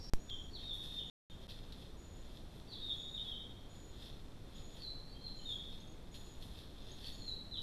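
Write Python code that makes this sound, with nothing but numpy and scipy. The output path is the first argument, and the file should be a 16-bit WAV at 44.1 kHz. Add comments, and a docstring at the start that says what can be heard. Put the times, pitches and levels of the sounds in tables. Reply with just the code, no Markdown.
"""A rain forest heard by a trail camera: a moment of cicada drone, shaped noise with a flutter, comes first.
Then the camera's sound switches on with a pop, a decaying voltage step, over a low rumble and hiss.
A tapir walks about over dry leaves (noisy crackle under step envelopes), an insect chirps high up about
once a second, and a bird whistles falling notes (gliding sines) that ring among the trees.
The sound drops out briefly after one second; late on, a second insect trills twice in rising ticks."""
import sys
import numpy as np
from scipy import signal
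from scipy.fft import rfft, irfft
from scipy.io import wavfile
from scipy.ndimage import uniform_filter1d

SR = 44100
rng = np.random.default_rng(int(sys.argv[2]) if len(sys.argv) > 2 else 0)


def generate_wav(signal):
    """Clip the signal to [-1, 1] and save it as 16-bit WAV at the path in sys.argv[1]."""
    frames = np.transpose(np.atleast_2d(signal))
    scaled = np.clip(frames, -1, 1) * 32767
    pcm = np.round(scaled).astype(np.int16)
    wavfile.write(sys.argv[1], SR, pcm)


N = 336042
TIME = np.arange(N) / SR
CUT_S = 0.099  # the cicadas give way to the tapir, the bird and the other insects

# Silences of the camera: start_s, end_s, level_db
SILENCES = [(.099, .1357, -19), (1.099, 1.299, -70), (1.470, 1.480, -16)]


def gain_of(db):
    """Level law: an amplitude ratio is ten to the power of dB / 20."""
    return 10 ** (np.asarray(db) / 20)


def evened(x):
    """Normalisation: dividing by the root mean square gives unit rms."""
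    return x / np.sqrt(np.mean(x ** 2) + 1e-20)


def add(mix, start_s, sound):
    """Superposition: adds a sound into the mix, in place, from the given time."""
    part = mix[max(round(start_s * SR), 0):][:len(sound)]
    part += sound[:len(part)]


def coloured(x, points):
    """Spectral shaping: weights x by a curve of (Hz, relative dB) points on a log axis, at unit rms."""
    point_hz, point_db = np.transpose(points)
    hz = np.fft.rfftfreq(N, 1 / SR)
    shape_db = np.interp(np.log(hz + 1), np.log(point_hz), point_db)
    return evened(irfft(rfft(x) * gain_of(shape_db), N))


def wander(rate_hz):
    """Random modulation: noise under a Gaussian low-pass of the given width, at unit rms."""
    hz = np.fft.rfftfreq(N, 1 / SR)
    lowpass = np.exp(-(hz / rate_hz) ** 2)
    return evened(irfft(rfft(rng.standard_normal(N)) * lowpass, N))


def crackle(per_s, spread_db, smooth):
    """Impulsive noise: random snaps of uneven size, blurred by a share of smooth noise, at unit rms."""
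    sizes = gain_of(spread_db * np.minimum(rng.exponential(1, N), 4))
    struck = rng.random(N) < per_s / SR
    snaps = sizes * rng.standard_normal(N) * struck
    return evened(evened(snaps) + smooth * rng.standard_normal(N))


def forest(x, direct_db, near_t60, far_t60, far_db):
    """Reverberation: direct sound of a given level, dense scatter from near trunks, a ring from far ones."""
    t = TIME[:SR + SR // 2]
    signs = rng.choice([-1., 1.], (2, len(t)))
    near, far = signs * (rng.random((2, len(t))) < 4000 / SR)  # 4000 reflections per second
    near = near * gain_of(-60 * t / near_t60)  # t60: seconds to fall by 60 dB
    far = far * gain_of(-60 * t / far_t60)
    echo = near / np.linalg.norm(near) + gain_of(far_db) * far / np.linalg.norm(far)
    echo[0] += gain_of(direct_db)
    return signal.fftconvolve(x, echo / np.linalg.norm(echo))[:N]


def background(floor_db=-50.0):
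    """Stationary noise: a steady low rumble and hiss, weighted towards the bass."""
    # Noise spectrum: frequency_hz, relative_level_db
    floor_spectrum = [(20, 4), (42, -3.5), (60, -4.5), (120, -9), (250, -14), (500, -20.5), (1000, -28.5),
                      (2000, -35.5), (2950, -37.5), (3500, -37), (4200, -35), (4600, -40), (11500, -49),
                      (13700, -49.5)]
    noise = rng.standard_normal(N)
    return gain_of(floor_db) * coloured(noise, [(2.3, -0.16)] + floor_spectrum)


def cicadas(drone_db=-56):
    """Amplitude modulation: a shrill band of noise flutters in level."""
    # Drone spectrum: frequency_hz, relative_level_db
    drone_spectrum = [(2500, -27.5), (4200, -10.5), (4600, -10), (4900, 1), (5200, -13), (5500, 10.5),
                      (5700, -14), (6000, -15), (7400, -23), (9000, -30.5)]
    flutter_db = 1.3 * wander(60)
    return gain_of(drone_db + flutter_db) * coloured(rng.standard_normal(N), drone_spectrum)


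def far_insect(level_db=-87, early_db=8, waver_db=2):
    """Narrow-band noise: a thin, distant stridulation, stronger before the long dropout."""
    band_spectrum = [(5200, -40), (5540, -5), (5650, 0), (5760, -5), (6100, -40)]  # Hz, relative dB
    band = coloured(rng.standard_normal(N), band_spectrum)
    before_dropout = TIME < SILENCES[1][0]
    return band * gain_of(level_db + early_db * before_dropout + waver_db * wander(3.2))


def tread(full_weight_s, press_s, settle_s):
    """Exponential envelope: a step builds as the weight comes down and fades as the leaves settle."""
    building = (TIME - full_weight_s) / press_s
    settling = (full_weight_s - TIME) / settle_s
    return np.exp(np.minimum(building, settling))


def leaves(crunch_db=12.5, fizz_db=0, settle_s=0.1, stir_crunch_db=-86.5, stir_fizz_db=-85.5):
    """Summed power: crushed litter crunches, ringing in the camera's housing, with a fizz and cracks."""
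    # The tapir's steps: full_weight_s, build_up_s, crunch_db (before the gain crunch_db), crisp_fizz_db
    footsteps = [(0.63, 0.062, -72, -76), (0.735, .006, -76, -66), (0.84, 0.018, -67, -66.5),
                 (0.95, 0.069, -69, -70.5), (1.42, .03, -76.5, -79), (1.499, .008, -68.5, -72),
                 (1.818, 0.15, -74, -75.5), (2.37, 0.2, -75.5, -77), (2.56, .05, -78, -76),
                 (2.72, .02, -74, -81), (2.93, 0.16, -72.5, -74), (3.28, 0.18, -73.5, -75),
                 (3.75, 0.04, -78, -77), (4.05, 0.096, -68.5, -72), (4.57, 0.065, -72, -75),
                 (4.78, 0.059, -70.5, -72), (5.28, .03, -76, -79), (5.52, .09, -72.5, -73),
                 (5.74, .09, -72.5, -75), (6.15, 0.012, -70.5, -67.5), (6.27, 0.041, -77, -77),
                 (6.43, 0.03, -72.5, -68), (6.59, 0.12, -73, -72.5), (6.9, 0.17, -71.5, -77),
                 (7.075, 0.084, -64, -65.5), (7.29, 0.032, -77.5, -75), (7.59, 0.036, -75, -77)]
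    # Leaves and twigs cracking underfoot: start_s, level_db (at the onset), decay_s
    twig_cracks = [(.299, -48, .003), (1.489, -53.5, 0.035), (1.723, -51, 0.011), (4.02, -59, 0.02),
                   (4.056, -55, .012), (5.517, -64, .01), (6.143, -55.5, 0.018), (6.424, -53, 0.011),
                   (6.57, -59, 0.078), (7.056, -58, 0.048)]
    # Spectra of crunch, fizz and cracks: frequency_hz, relative_level_db
    crunch_spectrum = [(400, -12.5), (1300, -32), (1850, -9), (2300, -26.5), (2650, -6.5), (2870, -15),
                       (3250, 1), (3650, 4), (3950, -6), (4200, 0.5), (4550, -14.5), (4950, -8),
                       (6200, -21), (13000, -42)]
    fizz_spectrum = [(3000, -26), (6000, -5), (8500, -5.5), (10400, 0), (12000, -1.5), (13700, -10.5)]
    crack_spectrum = [(700, -18), (1850, -11.5), (2300, -10), (3250, 5), (3700, 7), (4500, 2.5),
                      (5000, -4.5), (5600, -4), (6300, -26), (13000, -15)]

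    # faint stirring of the litter between steps
    crunch_power, fizz_power = gain_of(stir_crunch_db) ** 2, gain_of(stir_fizz_db) ** 2
    for full_weight_s, press_s, step_crunch_db, step_fizz_db in footsteps:
        strength = tread(full_weight_s, press_s, settle_s)
        crunch_power = crunch_power + (gain_of(step_crunch_db) * strength) ** 2
        fizz_power = fizz_power + (gain_of(step_fizz_db) * strength) ** 2
    crunch_noise = coloured(crackle(1000, 2.5, 1.0), crunch_spectrum)
    crunch = gain_of(crunch_db) * np.sqrt(crunch_power) * crunch_noise
    fizz_noise = coloured(crackle(1500, 2.2, 2.2), fizz_spectrum)
    fizz = gain_of(fizz_db) * np.sqrt(fizz_power) * fizz_noise

    crack_envelope, t = np.zeros(N), TIME[:SR // 2]
    for start_s, level_db, decay_s in twig_cracks:
        add(crack_envelope, start_s, gain_of(level_db) * np.exp(-t / decay_s))
    cracks = crack_envelope * coloured(crackle(3200, 1.6, 0.97), crack_spectrum)
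    return crunch + fizz + cracks


def switch_pop(pop_s=0.1358, step_db=-22.0, settle_s=0.047, swing_s=0.085, spike_db=-27.0,
               rebound_s=0.0012, rebound_db=-38, tail_db=-54, tail_s=0.022):
    """Transient response: the microphone's supply comes on with a spike and a draining step."""
    pop, t = np.zeros(N), TIME[:SR // 2]
    drain = np.exp(-t / settle_s) * (1 - t / swing_s)  # undershoots slightly after swing_s
    add(pop, pop_s, gain_of(step_db) * drain)
    spike = np.exp(-t / .0002) * np.cos(2 * np.pi * 4800 * t)
    add(pop, pop_s, gain_of(spike_db) * spike)
    add(pop, pop_s + rebound_s, -gain_of(rebound_db) * spike)
    noise_tail = np.exp(-t / tail_s) * rng.standard_normal(len(t))  # a brief noise is heard with the pop
    add(pop, pop_s, gain_of(tail_db) * noise_tail)
    return uniform_filter1d(pop, size=2)  # the edge is not perfectly sharp


def chirping_insect(pitch_hz=6858, scoop=0.0363, scoop_s=0.0146, swell_s=0.013, waver=0.00835):
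    """Frequency modulation: a wing note slides up to pitch as it swells, then holds."""
    # Insect chirps: start_s, length_s, level_db (before the forest)
    chirp_table = [(0.178, .29, -67), (1.05, 0.25, -70.5), (1.957, 0.27, -69.5), (2.954, 0.21, -67),
                   (3.683, 0.25, -68.5), (4.534, 0.23, -67.5), (5.349, 0.23, -67), (6.102, 0.25, -67.5),
                   (7.111, 0.19, -66.5)]
    song, unsteady = np.zeros(N), 1 + waver * wander(140)
    for start_s, length_s, level_db in chirp_table:
        t = TIME[:int(length_s * SR)]
        waver_here = np.roll(unsteady, -round(start_s * SR))[:len(t)]
        hz = pitch_hz * (1 - scoop * np.exp(-t / scoop_s)) * waver_here
        swell = (1 - np.exp(-t / swell_s)) * signal.windows.tukey(len(t), .15)
        chirp = swell * np.sin(2 * np.pi * np.cumsum(hz) / SR)
        add(song, start_s, gain_of(level_db) * evened(chirp))
    return forest(song, direct_db=-6.5, near_t60=0.28, far_t60=0.93, far_db=-9.5)


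def whistle(length_s, top_hz, end_hz, hold, crest, unsteady, scoop=0.01906, overtone_db=-38, taper=0.8):
    """Phase integration: a near-sine scoops up, holds and slides to its end pitch, swelling to one crest."""
    u = np.linspace(0, 1, max(int(length_s * SR), 64))  # share of the note elapsed
    fall = np.sin(np.pi / 2 * u ** hold) ** 2
    glide_hz = top_hz + (end_hz - top_hz) * fall
    hz = glide_hz * (1 - scoop * (1 - u) ** 2) * unsteady[:len(u)]
    phase = 2 * np.pi * np.cumsum(hz) / SR
    crest = np.clip(crest, .05, .95)
    swell = np.sin(np.pi / 2 * np.interp(u, [0, crest, 1], [0, 1, 0])) ** taper
    return evened(swell * (np.sin(phase) + gain_of(overtone_db) * np.sin(2 * phase)))


def bird(waver=0.0081, splice_s=0.5):
    """Reverberant tones: falling whistles ring among the trees; a splice cuts off the first one's ring."""
    # Falling notes: start_s, length_s, top_hz, end_hz, hold (1 = even slide, more = later plunge),
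    # crest (share of the length where loudest), level_db (before the forest)
    note_table = [(0.28, 0.046, 3790.0, 3080, 0.73, 0.6, -44.5),
                  (0.505, 0.084, 4560.0, 3110, 1.46, 0.71, -51.5),
                  (0.619, 0.11, 3730.0, 3316, 3.84, 0.8, -41.3),
                  (0.932, 0.077, 3670.0, 2890, 2.85, 0.37, -43),
                  (1.01, 0.08, 3650.0, 3670, 1.6, 0.38, -53.5),
                  (1.085, 0.074, 3420.0, 3080, 1.1, 0.54, -51),
                  (2.674, 0.092, 4710.0, 3390, 1.1, 0.98, -50),
                  (2.787, 0.13, 3760.0, 3330, 3.6, 0.87, -40.5),
                  (3.062, 0.061, 3860.0, 3750, 1.4, 0.56, -57),
                  (3.137, 0.048, 3740.0, 2934, 3.37, 0.31, -38.5),
                  (3.231, 0.12, 3520.0, 3086, 1.02, 0.56, -48),
                  (4.787, 0.099, 4720.0, 4006, 0.67, 0.93, -47.5),
                  (5.063, 0.074, 4520.0, 4460, 1.4, 0.5, -64),
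                  (5.139, 0.025, 3270.0, 3170, 1.05, 0.51, -57.5),
                  (5.198, 0.098, 4270.0, 4048, 1.24, 0.62, -49.5),
                  (5.376, 0.031, 3210.0, 2920.0, 1.6, 0.55, -59.5),
                  (5.451, 0.11, 3800.0, 3243, 0.86, 0.12, -43), (7.009, 0.078, 4560.0, 4320, 1.5, 0.8, -55),
                  (7.197, 0.022, 4350.0, 4100, 1.1, 0.51, -51.5),
                  (7.235, 0.083, 4350.0, 3910, 0.99, 0.85, -45.5),
                  (7.506, 0.076, 4120.0, 2975, 1.2, 0.39, -46),
                  (7.564, 0.031, 4010.0, 3760, 0.97, 0.57, -44.5)]
    voice, unsteady = np.zeros((2, N)), 1 + waver * wander(250)  # rows: before and after the splice
    for start_s, length_s, top_hz, end_hz, hold, crest, level_db in note_table:
        waver_here = np.roll(unsteady, -round(start_s * SR))
        note = whistle(length_s, top_hz, end_hz, hold, crest, waver_here)
        add(voice[int(start_s + length_s > splice_s)], start_s, gain_of(level_db) * note)
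    early, late = (forest(part, direct_db=-9.0, near_t60=0.58, far_t60=0.97, far_db=0.5) for part in voice)
    return early * (TIME < splice_s) + late


def trilling_insect(tick_gap_s=.0235, tick_s=0.0076, tick_hz=6660, growth_db=1.5, climb_hz=35,
                    sweep=0.074, uneven_db=6.0, stray=0.0082):
    """Pulse train: short, uneven rising ticks tend to grow louder and higher through the trill."""
    # Trills: start_s, tick_count, level_db (of the last tick, before its random unevenness and the forest)
    trill_table = [(5.779, 7, -64.5), (6.822, 7, -63.5)]
    song, u = np.zeros(N), np.linspace(-.5, .5, int(tick_s * SR))
    for start_s, count, level_db in trill_table:
        for k, (force, bend) in enumerate(rng.standard_normal((round(count), 2))):
            to_go = round(count) - 1 - k
            hz = (tick_hz - climb_hz * to_go) * (1 + sweep * u + stray * bend)
            tick = np.cos(np.pi * u) * np.sin(2 * np.pi * np.cumsum(hz) / SR)
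            tick_db = level_db - growth_db * to_go + uneven_db * force
            add(song, start_s + k * tick_gap_s, gain_of(tick_db) * evened(tick))
    return forest(song, direct_db=1.5, near_t60=0.14, far_t60=0.55, far_db=-12)


def scene():
    """Superposition: cicadas until the cut, then tapir, bird and insects, over a steady background."""
    after_cut = bird() + chirping_insect() + trilling_insect() + far_insect() + leaves()
    return (background() + np.where(TIME < CUT_S, cicadas(), after_cut))[None]


def record(dry, edge_hz=13800):
    """Gating and low-pass filtering: the camera drops out, pops as it switches on and limits the band."""
    open_share = np.ones(N)
    for start_s, end_s, level_db in SILENCES:
        open_share[round(start_s * SR):round(end_s * SR)] = gain_of(level_db)
    sound = dry * open_share + switch_pop()
    lowpass = signal.firwin(301, edge_hz, window=("kaiser", 8), fs=SR)
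    return signal.oaconvolve(sound, lowpass[None], "same")


dry = scene()
out = record(dry)
generate_wav(out)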